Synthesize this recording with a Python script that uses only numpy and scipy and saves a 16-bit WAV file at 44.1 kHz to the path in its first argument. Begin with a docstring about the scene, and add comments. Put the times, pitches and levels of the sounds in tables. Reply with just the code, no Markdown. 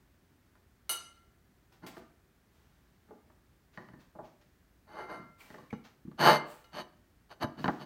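"""In a quiet kitchen, a metal spoon knocks and clinks as it is picked up from a ceramic plate.
Sleeves and hands brush. Pushed into a hard bar, the spoon sticks and slips over the glaze, making the
rim sing, and knocks the plate against the tiled table. After five seconds its edge squeaks twice.
For the last two seconds we listen from just above the plate instead of across the table:
the spoon skids hard, a hand steadies the plate, and a run of loud knocks ends the scene."""
import sys
import numpy as np
from scipy import signal
from scipy.fft import rfft, irfft
from scipy.io import wavfile
from scipy.ndimage import uniform_filter1d

SR = 44100
rng = np.random.default_rng(int(sys.argv[2]) if len(sys.argv) > 2 else 0)


def generate_wav(sig):
    """Save sig (samples, or channels by samples) to the path in sys.argv[1] as 16-bit PCM at SR."""
    pcm = np.round(np.clip(np.atleast_2d(sig).T, -1, 1) * 32767).astype(np.int16)
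    wavfile.write(sys.argv[1], SR, pcm)


N = 346185
T = np.arange(N) / SR
RING_T = np.arange(SR) / SR   # one second, for single sounds

# Levels are relative. A "t60" is the time a sound left alone takes to fade by 60 dB.
# the tone of the quiet room: f/Hz, level/dB
ROOM_COLOUR = [(15, -40.5), (25, -19.5), (55, 1), (133, -6), (261, -9), (299, -11), (413, -12.5),
               (447, -19), (767, -20.5), (926, -22.5), (1550, -21.5), (1770, -22), (2650, -28.5),
               (10200, -36), (15700, -33)]
# knocks through bar and plate: t/s, plate knock/dB, table thud/dB, spoon tick/dB, hollow note/Hz
KNOCK_HITS = [(0.554, -36.5, -49, -50, 1430), (0.899, -19, -24.5, -54, 860),
              (1.968, -19.5, -20.5, -44.5, 654), (3.107, -21.5, -32.5, -73, 412),
              (3.3, -34, -34.5, -52, 900), (3.775, -14.5, -17, -34.5, 1750), (3.887, -29.5, -23, -42, 1810),
              (3.936, -28, -24.5, -49, 1790), (4.152, -24, -25, -74, 567), (4.187, -13.5, -20.5, -62, 600),
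              (5.196, -39, -24.5, -57, 500), (5.503, -25.5, -21.5, -36, 1860), (5.542, -19, -30, -45, 1810),
              (5.584, -24.5, -20, -38, 1060), (5.728, -17, -7.5, -34.5, 464.6),
              (6.051, -45.5, -18, -58, 536), (6.075, -38, -14, -62, 495), (6.115, -36, -26, -45, 1180),
              (7.439, -9, -2, -42, 598), (7.643, -6.5, -7, -17.5, 1053), (7.657, -6.5, -4.5, -26, 890),
              (7.68, -2.5, -3, -19, 640), (7.686, -2, -3, -36, 871)]
# the broad tone of table, plate and spoon: f/Hz, level/dB
TABLE_TONE = [(30, -16), (60, -13), (105, -5.5), (150, 1.5), (280, -2.5), (450, -20.5), (900, -69.5)]
PLATE_TONE = [(120, -42.5), (330, -7), (600, -1), (950, 1), (1700, -2), (2400, -20), (3500, -29.5),
              (7000, -58)]
SPOON_TONE = [(900, -35.5), (2300, -10.5), (4800, -13), (5500, -26), (9000, -34.5), (10200, -39.5),
              (15500, -38.5)]
# fixed resonances of table and room that colour the knocks and skids: f/Hz, width/Hz, level/dB
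THUD_RESONANCES = [(150.4, 13, 6), (183.5, 14, 2), (222, 11, -1.5), (306, 36, -3.5)]
KNOCK_RESONANCES = [(372, 22, 3), (496, 22, 3), (603, 40, 8.5), (698, 20, 3), (724, 20, 1), (825, 44, 7.5),
                    (866, 26, 8), (942, 22, 6), (1014, 22, 3), (1125, 55, 3), (1207, 22, 4), (1437, 45, 0),
                    (1690, 90, -7)]
# resonances of the spoon while it is pressed down: f/Hz, width/Hz, level/dB
SPOON_RESONANCES = [(2997, 220, 0.5), (3880, 70, -1.5), (4440, 320, -1), (5080, 98, -10),
                    (6120, 390, -13.5), (6600, 140, -17), (7750, 100, -23.5), (8730, 150, -14),
                    (9290, 84, -17.5), (10900, 130, -20.5), (11340, 130, -10.5), (12700, 130, -17),
                    (13130, 110, -22), (14550, 180, -12), (15500, 100, -19.5)]
# the kitchen's echo, band by band: f/Hz, level/dB, t60/s
ECHO_BANDS = [(125, 0, 0.48), (294.5, 5.5, 0.43), (690, -2.5, 0.48), (1500, -3.5, 0.49), (3660, -4.5, 0.49),
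              (7150, -3.5, 0.42), (13300, -1, 0.093)]
# loose touches of spoon on plate: t/s, level/dB, treble limit/Hz
CLINK_HITS = [(0.8935, 1, 19100), (0.9003, -3.5, 17200), (0.919, -3.5, 6080), (5.733, -18, 1840),
              (6.643, -23.5, 2420)]
# notes of the freely ringing spoon: f/Hz, level/dB, t60/s
SPOON_NOTES = [(2890, -10, .45), (2935, -9, .4), (3806, -14, .5), (3850, -14, .45), (4296, -11, .35),
               (4950, -13, .5), (5566, -22, .3), (6035, -11, .45), (6089, -6, .36), (6620, -14, .3),
               (7327, -22, .26), (7760, -16, .34), (8506, -18, .28), (8680, -18, .4), (9250, -8, .26),
               (9305, -12, .26), (10730, -15, .22), (10920, -11, .26), (11235, 0, .22), (11330, -9, .25),
               (12670, -10, .3), (14060, -12, .24), (14640, -9, .26)]
# notes of the plate's rim: f/Hz, level/dB, t60/s, drop straight above the plate/dB
RIM_NOTES = [(1365, 1, .85, 23), (2098, -1, .65, 4)]
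# strokes of sleeves and hands: t/s, rise/s, fade to about a third/s, rustle/dB, hiss/dB
BRUSH_STROKES = [(1.718, 0.0067, 0.028, -59.5, -71), (1.863, 0.0027, 0.023, -42.5, -49.5),
                 (1.92, 0.064, 0.017, -57, -65.5), (2.5, 0.053, 0.4, -71, -80.5),
                 (3.725, 0.018, 0.071, -61, -76), (3.985, 0.022, 0.029, -61, -72),
                 (4.22, 0.036, 0.027, -60.5, -77), (4.409, 0.0061, 0.021, -62.5, -84),
                 (5.376, 0.031, 0.073, -56, -61), (5.42, 0.12, 0.11, -62.5, -73.5),
                 (5.836, 0.017, 0.041, -57, -73), (6.448, 0.064, 0.077, -58, -60),
                 (7.57, 0.076, .13, -55, -66.5)]
# the tone of rustling and of fine hiss: f/Hz, level/dB
RUSTLE_TONE = [(200, 0.5), (900, 9), (2400, 3.5), (4500, -0.5), (6500, -4.5), (9000, -23.5), (15000, -24.5)]
HISS_TONE = [(3000, -25.5), (8000, 3.5), (10400, -4.5), (13000, -1.5), (15500, -1)]
# skids over the glaze: t/s, swell/s, ease/s, plate grind/dB, table rumble/dB, spoon rasp/dB
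SKID_PUSHES = [(1.812, .033, 0.014, -39, -35.5, -53.5), (3.059, 0.018, 0.041, -58.5, -50.5, -80),
               (4.847, 0.15, 0.066, -37.5, -55.5, -54.5), (5.07, 0.021, 0.1, -34, -48.5, -52),
               (6.171, 0.11, 0.11, -16, -29, -26), (6.709, 0.085, .042, -38, -48, -44.5),
               (7.282, 0.032, 0.037, -48, -64, -54.5), (7.393, 0.036, 0.03, -30.5, -33.5, -39.5),
               (7.558, 0.022, .06, -45.5, -36, -54), (7.779, 0.019, 0.057, -43, -44, -51)]
# squeaks of the spoon's edge: t/s, length/s, start f/Hz, end f/Hz, level/dB
EDGE_SQUEAKS = [(5.398, 0.0306, 2404, 2157, -47.5), (5.701, 0.015, 2350, 2230, -43.5)]

MOVE_CLOSE_S = 5.725   # from here on we listen just above the plate
CUTOFF_HZ = 15800


def from_db(db):
    """Turn decibels into a number to multiply by."""
    return 10 ** (np.asarray(db) / 20)


def unit_energy(response):
    """Scale a response so that white noise keeps its level through it."""
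    return response / np.sqrt(np.sum(response ** 2) + 1e-20)


def through(x, response):
    """Play x through an object or room, given its response to one sharp tap."""
    return signal.oaconvolve(x, response)[:len(x)]


def cut(x, kind, hz, order=1):
    """Keep the "low" or "high" side of hz; a higher order cuts more steeply."""
    return signal.sosfilt(signal.butter(order, min(hz, SR / 2 - 1), kind, fs=SR, output="sos"), x)


def add(track, s, sound):
    """Mix a sound into a track at time s."""
    start = int(s * SR)
    track[start:start + len(sound)] += sound[:N - start]


def colour(points, resonances=()):
    """The response to a tap: a broad tone plus resonances, pitches that stand out and ring briefly."""
    hz, db = np.transpose(points)
    grid = np.arange(SR // 2 + 1) + 1
    power = from_db(np.interp(np.log(grid), np.log(hz), db)) ** 2
    for centre, width, peak_db in resonances:
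        power = power + (from_db(peak_db) / (1 + (2 * (grid - centre) / width) ** 2)) ** 2
    # make the sound follow right after the tap, never before it (minimum phase)
    cepstrum = irfft(.5 * np.log(power))
    cepstrum[1:SR // 2] *= 2
    cepstrum[SR // 2 + 1:] = 0
    return unit_energy(irfft(np.exp(rfft(cepstrum))))


def room_tone(level_db=-66.5):
    """The low hum of the house under a faint hiss."""
    return from_db(level_db) * through(rng.standard_normal(N), colour(ROOM_COLOUR))


def blow(chatter_s, chatter_db, seat_s=0):
    """A hit and the brief chatter as the surfaces settle; seat_s softens its start."""
    t = RING_T[:SR // 8]
    force = from_db(chatter_db) * unit_energy(rng.standard_normal(len(t)) * np.exp(-t / chatter_s))
    force[0] += 1
    seating = 1 - np.exp(-(t + .001) / (seat_s + 1e-9))
    return unit_energy(force * seating)


def free_ring(notes, flutter=0):
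    """Fading notes set off together; flutter makes each waver as the ringing thing turns."""
    out = 0
    for hz, db, t60, *_ in notes:
        sway = signal.resample(rng.standard_normal(45) + 1j * rng.standard_normal(45), 900)
        sway = np.interp(RING_T, np.linspace(0, 1, len(sway)), sway)
        wave = (1 + flutter * sway) * np.exp(2j * np.pi * (hz * RING_T + rng.random()))
        out = out + from_db(db - 60 * RING_T / t60) * wave.real
    return unit_energy(out)


def knocks(usual_tick_db=-21.5, db_per_doubling=25.5):
    """Blows on table, plate and spoon; each spot that is hit has its own short hollow note."""
    table, plate, spoon, note = np.zeros((4, N))
    for s, knock_db, thud_db, tick_db, hz in KNOCK_HITS:
        # the more the bar cushions a blow, the fainter its tick and the duller and slower its knock
        hardness = 2 ** ((tick_db - knock_db - usual_tick_db) / db_per_doubling)
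        top_hz = np.clip(2560 * hardness, 1100, 3500)
        force = blow(chatter_s=.0096, chatter_db=3.5, seat_s=.00088 / hardness ** 2)
        hollow = from_db(-3.5) * free_ring([(hz, 0, .045), (hz * 1.07, -2, .035)])
        add(table, s, from_db(thud_db) * force)
        add(plate, s, from_db(knock_db) * cut(force, "low", top_hz, order=4))
        add(spoon, s, from_db(tick_db) * blow(chatter_s=.0025, chatter_db=5))
        add(note, s, from_db(knock_db) * cut(hollow, "low", top_hz, order=4))
    return np.array([table, plate, cut(spoon, "low", 6900, order=2)]), note


def pressed_spoon(grind, rumble, rasp, grip_fade_s=.078):
    """Knocks and skids stir resonances of table, room and spoon; the grip cuts the spoon's ring short."""
    blows, note = knocks()
    on_table, on_plate, on_spoon = skids(grind, rumble, rasp) + blows
    thud = through(on_table, colour(TABLE_TONE, THUD_RESONANCES))
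    knock = through(on_plate, colour(PLATE_TONE, KNOCK_RESONANCES))
    spoon = from_db(-1) * through(on_spoon, colour(SPOON_TONE, SPOON_RESONANCES))
    gripped = free_ring(SPOON_NOTES, flutter=.5) * np.exp(-RING_T / grip_fade_s)
    # the grip is looser early on and lets more of the ring through
    looseness = from_db(np.where(T < MOVE_CLOSE_S, .5, -9))
    ring = through(cut(on_spoon * looseness, "low", 4200), gripped)
    return thud + knock + spoon + note + ring


def kitchen_echo():
    """Many reflections blur into fading noise; the highest treble dies first."""
    hz, db, t60 = np.transpose(ECHO_BANDS)
    edges = np.concatenate([[50], np.sqrt(hz[1:] * hz[:-1]), [CUTOFF_HZ]])
    tail = 0
    for k in range(len(hz)):
        band_filter = signal.butter(3, edges[k:k + 2], "band", fs=SR, output="sos")
        band = signal.sosfilt(band_filter, rng.standard_normal(SR))
        fade = unit_energy(from_db(-60 * RING_T / t60[k]) * (RING_T > .004))
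        tail = tail + from_db(db[k]) * band * fade
    return tail


def clinks(spoon_fade_s=.053, plate_fade_s=.24):
    """The loosely held spoon bounces on the plate; both ring until the fingers quiet them."""
    out = np.zeros(N)
    crack = (from_db(-10.5) * colour(SPOON_TONE, SPOON_RESONANCES)
             + from_db(-12) * cut(colour(PLATE_TONE), "high", 890)
             + from_db(-12) * colour(HISS_TONE))
    for s, db, top_hz in CLINK_HITS:
        spoon = from_db(2.5) * free_ring(SPOON_NOTES, flutter=.8) * np.exp(-RING_T / spoon_fade_s)
        plate = from_db(-7.5) * free_ring(RIM_NOTES, flutter=.35) * np.exp(-RING_T / plate_fade_s)
        touch = spoon + plate + through(crack, blow(chatter_s=.027, chatter_db=15.5))
        add(out, s, from_db(db) * cut(touch, "low", top_hz, order=2))
    return out


def stick_slip(slips_per_s, unevenness, spread_db, grit_db):
    """Rubbing surfaces catch and let go: uneven little jerks over fine grit, at a steady level."""
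    gaps, sizes = rng.standard_normal((N // 16, 2)).T
    at = np.cumsum(np.exp(unevenness * gaps) * SR / slips_per_s).astype(int)
    slips = np.zeros(N)
    slips[at[at < N]] = from_db(spread_db * np.clip(sizes[at < N], -2, 2))
    force = (slips - slips.mean()) / slips.std() + from_db(grit_db) * rng.standard_normal(N)
    return force / np.sqrt(uniform_filter1d(force ** 2, size=500))


def brushes():
    """Cloth and skin slide: countless tiny touches, in strokes that rise and fade away."""
    rustle, hiss = np.zeros((2, N))
    for s, rise_s, fade_s, rustle_db, hiss_db in BRUSH_STROKES:
        stroke = np.minimum(RING_T / rise_s, 1) * np.exp(-np.maximum(RING_T - rise_s, 0) / fade_s)
        add(rustle, s, from_db(rustle_db) * stroke)
        add(hiss, s, from_db(hiss_db) * stroke)
    fibres = stick_slip(slips_per_s=1800, unevenness=.7, spread_db=5, grit_db=3)
    return through(rustle * fibres, colour(RUSTLE_TONE)) + through(hiss * fibres, colour(HISS_TONE))


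def pushes(bite_s=.033, swell_db_per_s=165.5, ease_db_per_s=168, lift_s=.029):
    """Strength of grind, rumble and rasp: the edge bites, the push swells and eases, the edge lifts."""
    out, t = np.zeros((3, N)), RING_T
    for start, swell_s, ease_s, grind_db, rumble_db, rasp_db in SKID_PUSHES:
        push_db = -np.maximum(swell_db_per_s * (swell_s - t), ease_db_per_s * (t - swell_s))
        contact = np.clip(t / bite_s, 0, 1) ** 2 * np.clip((swell_s + ease_s - t) / lift_s, 0, 1)
        # rumble and rasp follow the push only partly
        levels = grind_db + push_db, rumble_db + .46 * push_db, rasp_db + .76 * push_db
        for track, db in zip(out, levels):
            add(track, start, contact * from_db(db))
    return out


def skids(grind, rumble, rasp):
    """Rubbing forces on table, plate and spoon; a harder skid has sharper, weightier slips."""
    force = stick_slip(slips_per_s=500, unevenness=.6, spread_db=4.5, grit_db=-3)
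    sharpness = (rasp / rasp.max()) ** .4
    light = cut(cut(force, "low", 1600), "high", 450)
    on_plate = np.sqrt(sharpness) * force + (1 - np.sqrt(sharpness)) * light
    on_spoon = sharpness * force + (1 - sharpness) * cut(force, "low", 8500)
    on_table = cut(force, "high", 125, order=5)
    return np.array([rumble * on_table, grind * on_plate, rasp * on_spoon])


def singing_rim(grind, hand_on_plate_s=6.42):
    """The rim stores the energy of the grinding and sings on until a hand steadies the plate."""
    out = 0
    for hz, db, t60, drop_db in RIM_NOTES:
        keep = from_db(-120 / (t60 * SR))   # share of the energy left after each sample
        drive = grind * from_db(db - drop_db * (T >= MOVE_CLOSE_S))
        energy = signal.lfilter([1 - keep], [1, -keep], drive ** 2 + 1e-18)
        # slips jostle the wave only while they last
        jostle = np.cumsum(rng.standard_normal(N) * (grind > 1e-5)) * .012
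        out = out + np.sqrt(2 * energy) * np.sin(2 * np.pi * hz * T + jostle)
    steadied = np.exp(-np.maximum(T - hand_on_plate_s, 0) / .04)
    return from_db(-14) * out * steadied


def squeaks():
    """For a moment the slips lock into a falling, unsteady tone."""
    out = np.zeros(N)
    for s, length, start_hz, end_hz, db in EDGE_SQUEAKS:
        n = int(length * SR)
        hz = np.linspace(start_hz, end_hz, n) * (1 + .36 * rng.standard_normal(n))
        add(out, s, from_db(db) * np.hanning(n) * np.sin(2 * np.pi * np.cumsum(hz) / SR))
    return out


def scene():
    """Mix it all; close to the plate the direct sound is louder, the echo weaker and duller."""
    grind, rumble, rasp = pushes()
    dry = pressed_spoon(grind, rumble, rasp) + clinks() + squeaks() + brushes()
    close, far = T >= MOVE_CLOSE_S, from_db(-4) * dry
    direct = np.where(close, dry, far)
    narrowed = cut(cut(dry, "low", 2500), "high", 260)
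    to_room = np.where(close, from_db(-7.5) * narrowed, far)
    echo = through(to_room, kitchen_echo())
    return (direct + echo + singing_rim(grind) + room_tone())[None]


def record(dry):
    """Cut off the very highest treble steeply."""
    return signal.sosfilt(signal.ellip(12, .1, 80, CUTOFF_HZ, fs=SR, output="sos"), dry)


dry = scene()
out = record(dry)
generate_wav(out)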